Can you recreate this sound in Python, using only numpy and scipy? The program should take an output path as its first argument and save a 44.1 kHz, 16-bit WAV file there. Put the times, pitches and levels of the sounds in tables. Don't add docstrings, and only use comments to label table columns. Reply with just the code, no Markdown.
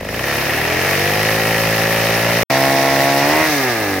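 import sys
import numpy as np
from scipy import signal
from scipy.fft import rfft, irfft, next_fast_len
from scipy.io import wavfile
from scipy.ndimage import map_coordinates

SR = 44100
rng = np.random.default_rng(int(sys.argv[2]) if len(sys.argv) > 2 else 0)


def dump_mix(stems):
    frames = np.atleast_2d(stems).T
    limited = np.clip(frames, -1, 1)
    pcm = np.round(limited * 32767).astype(np.int16)
    wavfile.write(sys.argv[1], SR, pcm)


N = 176400

# time_s, speed_turns_per_s
CRANK_REAR = [(0, 46.55), (.12, 53.89), (.26, 70.08), (.4, 69.86), (.62, 77.9), (.74, 86.66), (.86, 94.21),
              (.98, 95.4), (1.12, 101.72), (1.25, 107.12), (1.45, 109.37), (1.8, 110.64), (2.05, 111.38),
              (2.25, 114), (2.43, 113.52)]
CRANK_SIDE = [(2.5, 132.78), (2.7, 136.19), (2.85, 136.09), (3, 137.13), (3.18, 139.62), (3.25, 141.42),
              (3.33, 152.77), (3.42, 158.62), (3.48, 154.73), (3.6, 135.35), (3.75, 114.04), (3.87, 99.9),
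              (4, 91.97)]
# start_s, turns_per_firing (0 = throttle shut, no firing)
FIRING_PATTERN = [(0, 2), (.1, 3), (.25, 2), (.276, 1), (.333, 2), (.42, 3), (.66, 2), (.825, 3), (.86, 2),
                  (3.39, 1), (3.47, 0), (3.926, 1), (3.946, 0)]
# time_s, drone_db, puff_db, bark_db, clatter_db, chain_db
LEVELS_REAR = [(0, -32, -26.5, -46, -35.5, -45.5), (.14, -29, -25.5, -32.5, -27.5, -34.5),
               (.33, -29.5, -25, -34, -21.5, -28.5), (.68, -24.5, -30, -32.5, -19.5, -30),
               (.95, -22, -50, -32.5, -19, -26.5), (1.3, -19.5, -35, -31.5, -21, -27.5),
               (2.43, -20, -28, -33, -19.5, -26.5)]
LEVELS_SIDE = [(2.5, -16, -32, -30, -20, -26.5), (3.2, -16.5, -30, -31, -20, -26.5),
               (3.42, -16.5, -21.5, -33, -17, -27), (3.51, -51, -20, -32, -21, -24.5),
               (3.68, -53, -18, -30, -21.5, -28), (3.8, -26, -19.5, -46, -23.5, -30),
               (4, -24, -20.5, -32, -25.5, -33)]
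# freq_hz, density_db
CLATTER_SPECTRUM = [(20, -35), (55, -11.5), (130, -5.5), (230, -10), (400, -5.5), (680, 1), (1050, -5.5),
                    (1450, -6), (1850, 1), (2600, -3.5), (3300, -14), (4500, -30), (9000, -37)]
# freq_hz, density_db
RATTLE_LEFT = [(800, -41), (2500, -17.5), (3700, 6), (5200, -3), (6400, -8), (8000, -21.5), (11000, -55)]
RATTLE_RIGHT = [(800, -43), (2500, -23.5), (3700, -4.5), (5300, 3), (6500, -3), (7800, -14.5), (11000, -42)]
HISS_REAR = [(4000, -40), (8000, -9), (10500, -2), (12500, 0), (15800, -3), (16500, -60)]
HISS_SIDE = [(4000, -40), (8000, -6), (10500, -3), (12500, -2), (15800, 0), (16500, -60)]
# centre_hz, width_hz, level_db
PUFF_MODES_REAR = [(80, 25, -15), (147, 54, -1.5), (356, 130, -6), (560, 104, 2)]
PUFF_MODES_SIDE = [(127, 79, -8.5), (292, 42, 1.5), (386, 73, -1.5), (740, 133, -4.5), (1228, 89, -9.5),
                   (1700, 84, -4), (2125, 72, -8.5)]
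BARK_MODES_REAR = [(1283, 300, -8), (1690, 38.4, -2.5), (1831, 81.7, 4), (1942, 60, -24.5),
                   (2352, 384, -11), (3110, 330, -13)]
BARK_MODES_SIDE = [(1065, 670, -5.5), (1770, 110, -13), (1819, 230, 1), (2160, 440, -7.5), (2410, 100, -13),
                   (5600, 1170, -19.5)]
# order, level_db
DRONE_REAR = [(1, -16), (2, -2), (3, -1), (4, -6), (5, -8), (6, -17), (7, -3), (8, -7), (9, -3), (10, 0),
              (11, -7), (12, -15), (13, -19), (14, -6), (15, -13), (16, -11), (17, -15)]
DRONE_SIDE = [(1, -26), (2, -6), (3, -15), (4, -6), (5, -7), (6, -16), (7, -8), (8, -9), (9, -9), (10, -5),
              (11, -11), (12, -5), (13, -13), (14, -13), (15, -20), (16, -13), (17, -17)]

YARD_DB, YARD_T60_S = -7, .04
CLATTER_GRAIN_DB, CLATTER_BEAT_DB, CLATTER_SPREAD_RAD = 1.8, 1.2, .42
RATTLE_DB, HISS_DB = (-1.5, 2), (.5, -6.5)
RATTLE_GRAIN_DB, HISS_GRAIN_DB, HISS_FLARE_DB = 2.2, 2.4, 6
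GAS_RUSH_GAIN, GAS_DECAY_S = .22, .0025
BARK_HIGHPASS_HZ, BARK_ECHO_S, BARK_ECHO_GAIN = 1000, .0036, .45
HOWL_HZ, HOWL_WIDTH_HZ, HOWL_DB = 690, 75, 6.5
DRONE_WAVER_DB, CRANK_JITTER_TURNS = .9, .003
TOP_HZ = 15900
TIME_S = np.arange(N) / SR


def amp(db):
    return 10 ** (np.asarray(db) / 20)


def unit(x):
    return x / np.sqrt(np.mean(x ** 2) + 1e-20)


def curves(rows):
    time_s, *columns = np.transpose(rows)
    return [np.interp(TIME_S, time_s, column) for column in columns]


def wobble(rate_hz):
    knots = rng.standard_normal(int(N * rate_hz / SR) + 4)
    return map_coordinates(knots, [TIME_S * rate_hz])


def filtered(x, response):
    size = next_fast_len(N + SR // 2)
    return irfft(rfft(x, size) * response(np.fft.rfftfreq(size, 1 / SR)), size)[..., :N]


def resonate(x, modes):
    def response(hz):
        return unit(sum((-1) ** k * amp(db) * 1j * hz * width / (centre ** 2 - hz ** 2 + 1j * hz * width)
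                        for k, (centre, width, db) in enumerate(modes)))
    return filtered(x, response)


def grainy(spectrum, grain_db, rate_hz):
    freq_hz, db = np.transpose(spectrum)
    grains = rng.standard_normal(N) * amp(grain_db * wobble(rate_hz))
    return unit(filtered(grains, lambda hz: amp(np.interp(np.log(hz + 1), np.log(freq_hz), db))))


def pulses(times_s, scatter_db):
    at = np.round(times_s * SR).astype(int)
    return np.bincount(at, amp(scatter_db * rng.standard_normal(len(at))), N)[:N]


def yard(x):
    t = np.arange(SR // 4) / SR
    tail = rng.standard_normal((2, len(t))) * amp(-60 * t / YARD_T60_S) * (t > .003)
    wet = signal.fftconvolve(x[None], tail / np.linalg.norm(tail[0]), axes=1)[:, :N]
    return amp(YARD_DB) * filtered(wet, lambda hz: hz / (hz + 900))


def chain(turns, hiss_spectrum, flare_lag_cycles):
    rattle = np.array([amp(db) * grainy(spectrum, RATTLE_GRAIN_DB, rate_hz=2300)
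                       for spectrum, db in zip((RATTLE_LEFT, RATTLE_RIGHT), RATTLE_DB)])
    hiss = np.array([amp(db) * grainy(hiss_spectrum, HISS_GRAIN_DB, rate_hz=2500) for db in HISS_DB])
    flare = np.exp(-((turns / 2 - flare_lag_cycles) % 1) / .067)
    flare_db = HISS_FLARE_DB * (flare - flare.mean())
    return rattle * amp(.84 * wobble(51)) + hiss * amp(flare_db + wobble(25))


def clatter(turns):
    mid, side = [grainy(CLATTER_SPECTRUM, CLATTER_GRAIN_DB, rate_hz=700) for _ in range(2)]
    stereo = np.cos(CLATTER_SPREAD_RAD) * mid + np.sin(CLATTER_SPREAD_RAD) * np.array([side, -side])
    return stereo * amp(CLATTER_BEAT_DB * np.cos(2 * np.pi * turns))


def puffs(turns, modes, lag_turns):
    open_turns = np.arange(np.ceil(turns[0]), np.floor(turns[-1])) + lag_turns
    open_s = np.interp(open_turns, turns, TIME_S)
    return unit(resonate(pulses(open_s, scatter_db=.8), modes))


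def firing_times_s(turns):
    start_s, turns_per_firing = np.transpose(FIRING_PATTERN)
    fired_s, waited_turns = [], np.inf
    for turn_s in np.interp(np.arange(int(turns[-1])), turns, TIME_S):
        waited_turns += 1
        row = np.searchsorted(start_s, turn_s, side="right") - 1
        if 0 < turns_per_firing[row] <= waited_turns:
            fired_s.append(turn_s)
            waited_turns = 0
    return np.array(fired_s)


def barks(turns, modes):
    cracks = pulses(firing_times_s(turns), scatter_db=.9)
    decay = np.exp(-np.arange(SR // 40) / SR / GAS_DECAY_S)
    rush = signal.fftconvolve(cracks, decay / np.linalg.norm(decay))[:N] * rng.standard_normal(N)
    highpass = signal.butter(4, BARK_HIGHPASS_HZ, "high", fs=SR, output="sos")
    ring = signal.sosfilt(highpass, resonate(cracks + GAS_RUSH_GAIN * rush, modes))
    echoed = filtered(ring, lambda hz: 1 + BARK_ECHO_GAIN * np.exp(-2j * np.pi * hz * BARK_ECHO_S))
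    return amp(25) * echoed


def drone(turns, crank_hz, harmonics, lag_cycles):
    orders, levels_db = np.transpose(harmonics)
    size = 4 * len(orders)
    cepstrum = irfft(np.interp(np.arange(size // 2 + 1), orders, np.log(amp(levels_db))))
    offset_rad = 2 * rfft(cepstrum * (np.arange(size) < size // 2)).imag
    wave = 0
    for order, level_db in harmonics:
        howl_db = HOWL_DB * np.exp(-((order * crank_hz / 2 - HOWL_HZ) / HOWL_WIDTH_HZ) ** 2)
        phase_rad = np.pi * order * (turns - 2 * lag_cycles) + offset_rad[int(order)]
        wave = wave + amp(level_db + howl_db + DRONE_WAVER_DB * wobble(14)) * np.cos(phase_rad)
    return unit(wave)


def saw(crank, levels, harmonics, puff_modes, bark_modes, hiss_spectrum,
        start_s, first_firing_s, end_s, drone_lag_cycles, puff_lag_turns, flare_lag_cycles):
    crank_hz, = curves(crank)
    turns = np.cumsum(crank_hz) / SR
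    turns = turns - np.interp(first_firing_s, TIME_S, turns) + CRANK_JITTER_TURNS * wobble(40)
    drone_gain, puff_gain, bark_gain, clatter_gain, chain_gain = amp(curves(levels))
    blows = puff_gain * puffs(turns, puff_modes, puff_lag_turns) + bark_gain * barks(turns, bark_modes)
    exhaust = drone_gain * drone(turns, crank_hz, harmonics, drone_lag_cycles) + blows + yard(blows)
    machine = clatter_gain * clatter(turns) + chain_gain * chain(turns, hiss_spectrum, flare_lag_cycles)
    gate = np.clip(np.minimum(TIME_S - start_s, end_s - TIME_S) / .00033, 0, 1)
    return (exhaust + machine) * gate


def scene():
    rear = saw(CRANK_REAR, LEVELS_REAR, DRONE_REAR, PUFF_MODES_REAR, BARK_MODES_REAR, HISS_REAR,
               start_s=0, first_firing_s=.007, end_s=2.433,
               drone_lag_cycles=.3712, puff_lag_turns=.15, flare_lag_cycles=1)
    side = saw(CRANK_SIDE, LEVELS_SIDE, DRONE_SIDE, PUFF_MODES_SIDE, BARK_MODES_SIDE, HISS_SIDE,
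               start_s=2.4995, first_firing_s=2.5043, end_s=4.1,
               drone_lag_cycles=.52, puff_lag_turns=.25, flare_lag_cycles=.85)
    return rear * amp(db=[[.3], [-.3]]) + side * amp(db=[[-.2], [.2]])


def record(dry):
    return filtered(dry, lambda hz: np.clip((TOP_HZ - hz) / 200 + .5, 0, 1))


dry = scene()
out = record(dry)
dump_mix(out)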